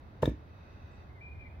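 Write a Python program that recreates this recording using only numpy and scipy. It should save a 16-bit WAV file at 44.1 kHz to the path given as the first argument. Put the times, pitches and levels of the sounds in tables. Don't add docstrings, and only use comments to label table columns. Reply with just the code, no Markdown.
import sys
import numpy as np
from scipy import signal
from scipy.fft import rfft, irfft
from scipy.io import wavfile

SR = 44100
rng = np.random.default_rng(int(sys.argv[2]) if len(sys.argv) > 2 else 0)


def wav_out(sig):
    wavfile.write(sys.argv[1], SR, np.round(np.clip(np.atleast_2d(sig).T, -1, 1) * 32767).astype(np.int16))


N = 70560
T = np.arange(N) / SR
OPPOSITE = np.array([[1], [-1]])


def from_db(db):
    return 10 ** (np.asarray(db) / 20)


def rms_one(x):
    return x / np.sqrt(np.mean(x ** 2) + 1e-20)


def pan(db):
    return from_db(np.array([[0.5], [-0.5]]) * db)


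def level(rows):
    return from_db(np.interp(T, *np.transpose(rows)))


def at_hz(points):
    hz, value = np.transpose(points)
    bins_hz = np.fft.rfftfreq(N, 1 / SR)
    return np.interp(np.log(bins_hz + 1), np.log(hz), value)


def colour(x, points):
    return irfft(rfft(x) * from_db(at_hz(points)), N)


def cut(x, hz, kind, order):
    return signal.sosfilt(signal.butter(order, hz, kind, fs=SR, output="sos"), x)


def burst(start, attack, decay):
    rise = np.clip((T - start) / attack, 0, 1)
    fall = np.exp(-np.maximum(T - start - attack, 0) / decay)
    return rise * fall


# (frequency [Hz], correlation [-1 to 1])
STEREO_LIKENESS = [(30, 0.72), (110, 0.99), (200, 0.89), (380, .66), (700, 0.15), (1250, -0.55),
                   (2400, 0.39), (4400, 0.13), (8000, -0.66), (15000, 0.62)]
# (frequency [Hz], left minus right [dB])
STEREO_BALANCE = [(60, -1.1), (500, -1.2), (2000, -1.5), (5000, -2), (9000, 0.5), (15000, -0.5)]


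def diffuse_noise():
    mid, side = rfft(rng.standard_normal((2, N)))
    alike = at_hz(STEREO_LIKENESS)
    shared = np.sqrt(1 + alike) * mid
    opposed = np.sqrt(1 - alike) * side * OPPOSITE
    return irfft((shared + opposed) * pan(at_hz(STEREO_BALANCE)), N)


def narrow_noise(hz, width_hz):
    edges = [hz - width_hz / 2, hz + width_hz / 2]
    band = signal.butter(2, edges, "band", fs=SR, output="sos")
    return rms_one(signal.sosfilt(band, diffuse_noise()))


# (frequency [Hz], relative spectral level [dB])
AIR_COLOUR = [(13, -54), (22, -16.5), (80, 0), (124, -6), (154, -11), (187, -12.5), (233, -13.5),
              (450, -19.5), (592, -19), (869, -21), (997, -21.5), (2210, -32.5), (2600, -45.5), (2910, -40),
              (3820, -40.5), (7190, -58.5), (15500, -58.5)]
AIR_DB = -51


def air():
    return from_db(AIR_DB) * rms_one(colour(diffuse_noise(), AIR_COLOUR))


# (time [s], level [dB])
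TRAFFIC_LEVEL = [(0, -59), (0.55, -59.5), (0.85, -54), (1.17, -58), (1.37, -49), (1.6, -50.5)]
RUMBLE_HZ, RUMBLE_WIDTH_HZ = 79.8, 28.8


def traffic():
    return level(TRAFFIC_LEVEL) * narrow_noise(RUMBLE_HZ, RUMBLE_WIDTH_HZ)


# (centre frequency [Hz], bandwidth [Hz], relative level [dB])
FAR_HISS_BANDS = [(1400, 480, 5), (1980, 130, -3), (2570, 196, 1.5), (3750, 370, -4), (4585, 200, -9),
                  (5790, 830, -11)]
# (time [s], gain [dB])
FAR_HISS_LEVEL = [(0, -79.5), (0.45, -79.5), (0.63, -73), (1.02, -72.5), (1.15, -84.5), (1.6, -101)]


def hiss():
    bands = sum(from_db(db) * narrow_noise(hz, width) for hz, width, db in FAR_HISS_BANDS)
    return level(FAR_HISS_LEVEL) * bands


# (time [s], gain [dB], decay time constant [s])
BARK_CRUNCHES = [(0.2203, -50, 0.0099), (0.2252, -41.5, 0.0031), (0.2375, -53.5, 0.024),
                 (0.2546, -43.5, 0.0048), (0.2735, -62, 0.016), (0.2936, -56.5, 0.0026)]
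# (frequency [Hz], relative spectral level [dB])
BARK_COLOUR = [(700, 6.5), (2000, 0.5), (3700, 0.5), (4700, -8.5), (6200, -7.5), (9000, -13.5),
               (16000, -15)]
CRUMBS_PER_S = 13000
CRUMB_SPREAD_DB, CRUNCH_ATTACK_S = 1, 0.0016
CRUNCH_SIDE_DB, BARK_PAN_DB = -2, 3.5


def bark():
    size_db = CRUMB_SPREAD_DB * np.minimum(rng.exponential(1, (2, N)), 4)
    sizes = from_db(size_db) * rng.choice([-1, 1], (2, N))
    fractures = sizes * (rng.random((2, N)) < CRUMBS_PER_S / SR)
    mid, side = rms_one(colour(fractures, BARK_COLOUR))
    crumbs = mid + from_db(CRUNCH_SIDE_DB) * side * OPPOSITE
    pressure = sum(from_db(db) * burst(s, CRUNCH_ATTACK_S, decay) for s, db, decay in BARK_CRUNCHES)
    return pressure * crumbs * pan(BARK_PAN_DB)


def ring(force, hz, t60):
    radius = from_db(-60 / (t60 * SR))
    angle = 2 * np.pi * hz / SR
    poles = [1, -2 * radius * np.cos(angle), radius ** 2]
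    return signal.lfilter([0, np.sin(angle)], poles, force + 1e-18)


# (time [s], strength [dB], lowest pitch excited [Hz], highest pitch excited [Hz])
WOOD_CONTACTS = [(0.223, -22, 253, 1300), (0.2259, 0.5, 77.4, 211), (0.228, -10.5, 740, 1250),
                 (0.2304, 1.5, 402, 965), (0.2326, -1.5, 398, 1760), (0.2394, -5, 70.5, 283),
                 (0.2546, -14, 52.5, 644), (0.2564, -3, 1550, 5340), (0.2738, -17.5, 312, 890),
                 (0.2765, 2.5, 55, 396), (0.2930, -19, 252, 610), (0.3160, -16, 194, 330)]
# (frequency [Hz], relative level [dB], t60 [s], polarity [+1 or -1])
LOG_AND_STUMP_MODES = [(64, -26, 0.18, 1), (101, -28, 0.06, 1), (145, -21.5, 0.044, 1),
                       (275, -26.5, .022, 1), (319, -21, 0.037, 1), (413, -26, 0.0324, 1),
                       (494.6, -20, 0.03, 1), (602, -22, 0.027, 1), (883.5, -25.5, 0.026, 1),
                       (1170, -39.5, 0.027, 1), (1690, -27.5, .014, 1), (1837, -29, 0.013, -1),
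                       (2320, -42, 0.023, -1), (2800, -55, 0.023, -1), (3590, -24.5, 0.013, 1),
                       (3794, -28.5, 0.013, -1), (5560, -48, 0.014, -1)]
KNOCK_LOW_CUT_HZ = 52.5


def knock():
    force = np.zeros(N)
    for s, db, low_hz, high_hz in WOOD_CONTACTS:
        blow = from_db(db) * signal.unit_impulse(N, int(s * SR)) + 1e-18
        without_lows = cut(blow, low_hz, "high", order=3)
        force += cut(without_lows, high_hz, "low", order=3)
    wood = np.zeros(N)
    for hz, db, t60, polarity in LOG_AND_STUMP_MODES:
        wood += np.sign(polarity) * from_db(db) * ring(force, hz, t60)
    return cut(wood, KNOCK_LOW_CUT_HZ, "high", order=4)


def echoes(x, noise, t60, delay, build):
    fade = burst(delay, build, t60 / np.log(1000))
    response = noise * fade / np.sqrt(np.sum(fade ** 2))
    return signal.fftconvolve(x[None], response, axes=1)[:, :N]


# (frequency [Hz], gain [dB])
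SIDEWAYS_COLOUR = [(60, -21), (200, -13), (500, -23), (1100, -5), (2000, -13), (3400, -10), (6000, -3),
                   (15000, -22)]
NEAR_T60_S, NEAR_DELAY_S, NEAR_BUILD_S = 0.023, 0.00054, 0.001


def near_reflections(x):
    sideways = colour(rng.standard_normal(N), SIDEWAYS_COLOUR) * OPPOSITE
    return echoes(x, sideways, NEAR_T60_S, NEAR_DELAY_S, NEAR_BUILD_S)


# (frequency [Hz], relative gain [dB])
SCATTER_COLOUR = [(60, -24), (200, -12), (500, -22), (1000, -18), (2500, -5.5), (3700, -17.5), (6000, -6),
                  (15000, -36)]
YARD_T60_S, YARD_DELAY_S, YARD_BUILD_S = 0.25, 0.007, 0.003


def yard_reflections(x):
    scatter = colour(diffuse_noise(), SCATTER_COLOUR)
    return echoes(x, scatter, YARD_T60_S, YARD_DELAY_S, YARD_BUILD_S)


CHIP_S, CHIP_ATTACK_S, CHIP_DECAY_S = 0.91, 0.006, 0.07
CHIP_HZ, CHIP_WIDTH_HZ, CHIP_DB = 7630, 120, -84


def high_call():
    envelope = burst(CHIP_S, CHIP_ATTACK_S, CHIP_DECAY_S)
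    return from_db(CHIP_DB) * envelope * narrow_noise(CHIP_HZ, CHIP_WIDTH_HZ)


# (time [s], length [s], level before panning [dB],
#                  start frequency [Hz], middle frequency [Hz], end frequency [Hz])
WHISTLED_NOTES = [(1.088, 0.037, -66.5, 2050, 2146, 2050), (1.150, 0.053, -64, 2128, 2080, 1950),
                  (1.206, 0.026, -52.5, 2234, 2390, 2420), (1.227, 0.063, -52.5, 2417, 2424, 2387),
                  (1.286, 0.057, -59.5, 2440, 2457, 2388), (1.341, 0.056, -70, 2500, 2420, 2420),
                  (1.386, 0.0534, -56, 2404, 2430, 2387), (1.401, 0.084, -58.5, 2366, 2330, 2290),
                  (1.329, .11, -70.5, 2160, 2130, 2090), (1.447, 0.04, -60, 2016, 2100, 2045),
                  (1.499, 0.061, -70.5, 2464, 2524, 2610)]
NOTE_EDGE_S = 0.0072
WARBLE_HZ, WARBLE_CUTOFF_HZ = 20.7, 166
BIRD_PAN_DB, BIRD_LAG_S = 3.5, 0.00013
BIRD_ECHO_DB, BIRD_T60_S = -10, 0.7


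def whistles():
    song = np.zeros(N)
    flutter = cut(rng.standard_normal(N), WARBLE_CUTOFF_HZ, "low", order=2)
    warble = WARBLE_HZ * rms_one(flutter)
    for s, length, db, start_hz, middle_hz, end_hz in WHISTLED_NOTES:
        glide = np.interp(T, [s, s + length / 2, s + length], [start_hz, middle_hz, end_hz])
        phase = 2 * np.pi * np.cumsum(glide + warble) / SR
        swell = np.clip(np.minimum(T - s, s + length - T) / NOTE_EDGE_S, 0, 1)
        song += from_db(db) * swell * np.sqrt(2) * np.sin(phase)
    late_song = np.interp(T - BIRD_LAG_S, T, song)
    direct = np.array([song, late_song]) * pan(BIRD_PAN_DB)
    tail = echoes(song, diffuse_noise(), BIRD_T60_S, YARD_DELAY_S, YARD_BUILD_S)
    return direct + from_db(BIRD_ECHO_DB) * tail


LOG_PAN_DB = -1


def scene():
    backyard = air() + traffic() + hiss()
    log = bark() + knock() * pan(LOG_PAN_DB)
    log_mono = log.mean(axis=0)
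    reflections = near_reflections(log_mono) + yard_reflections(log_mono)
    birds = high_call() + whistles()
    return backyard + log + reflections + birds


CUTOFF_HZ = 15900


def record(dry):
    return signal.sosfilt(signal.ellip(10, 0.1, 80, CUTOFF_HZ, fs=SR, output="sos"), dry)


dry = scene()
out = record(dry)
wav_out(out)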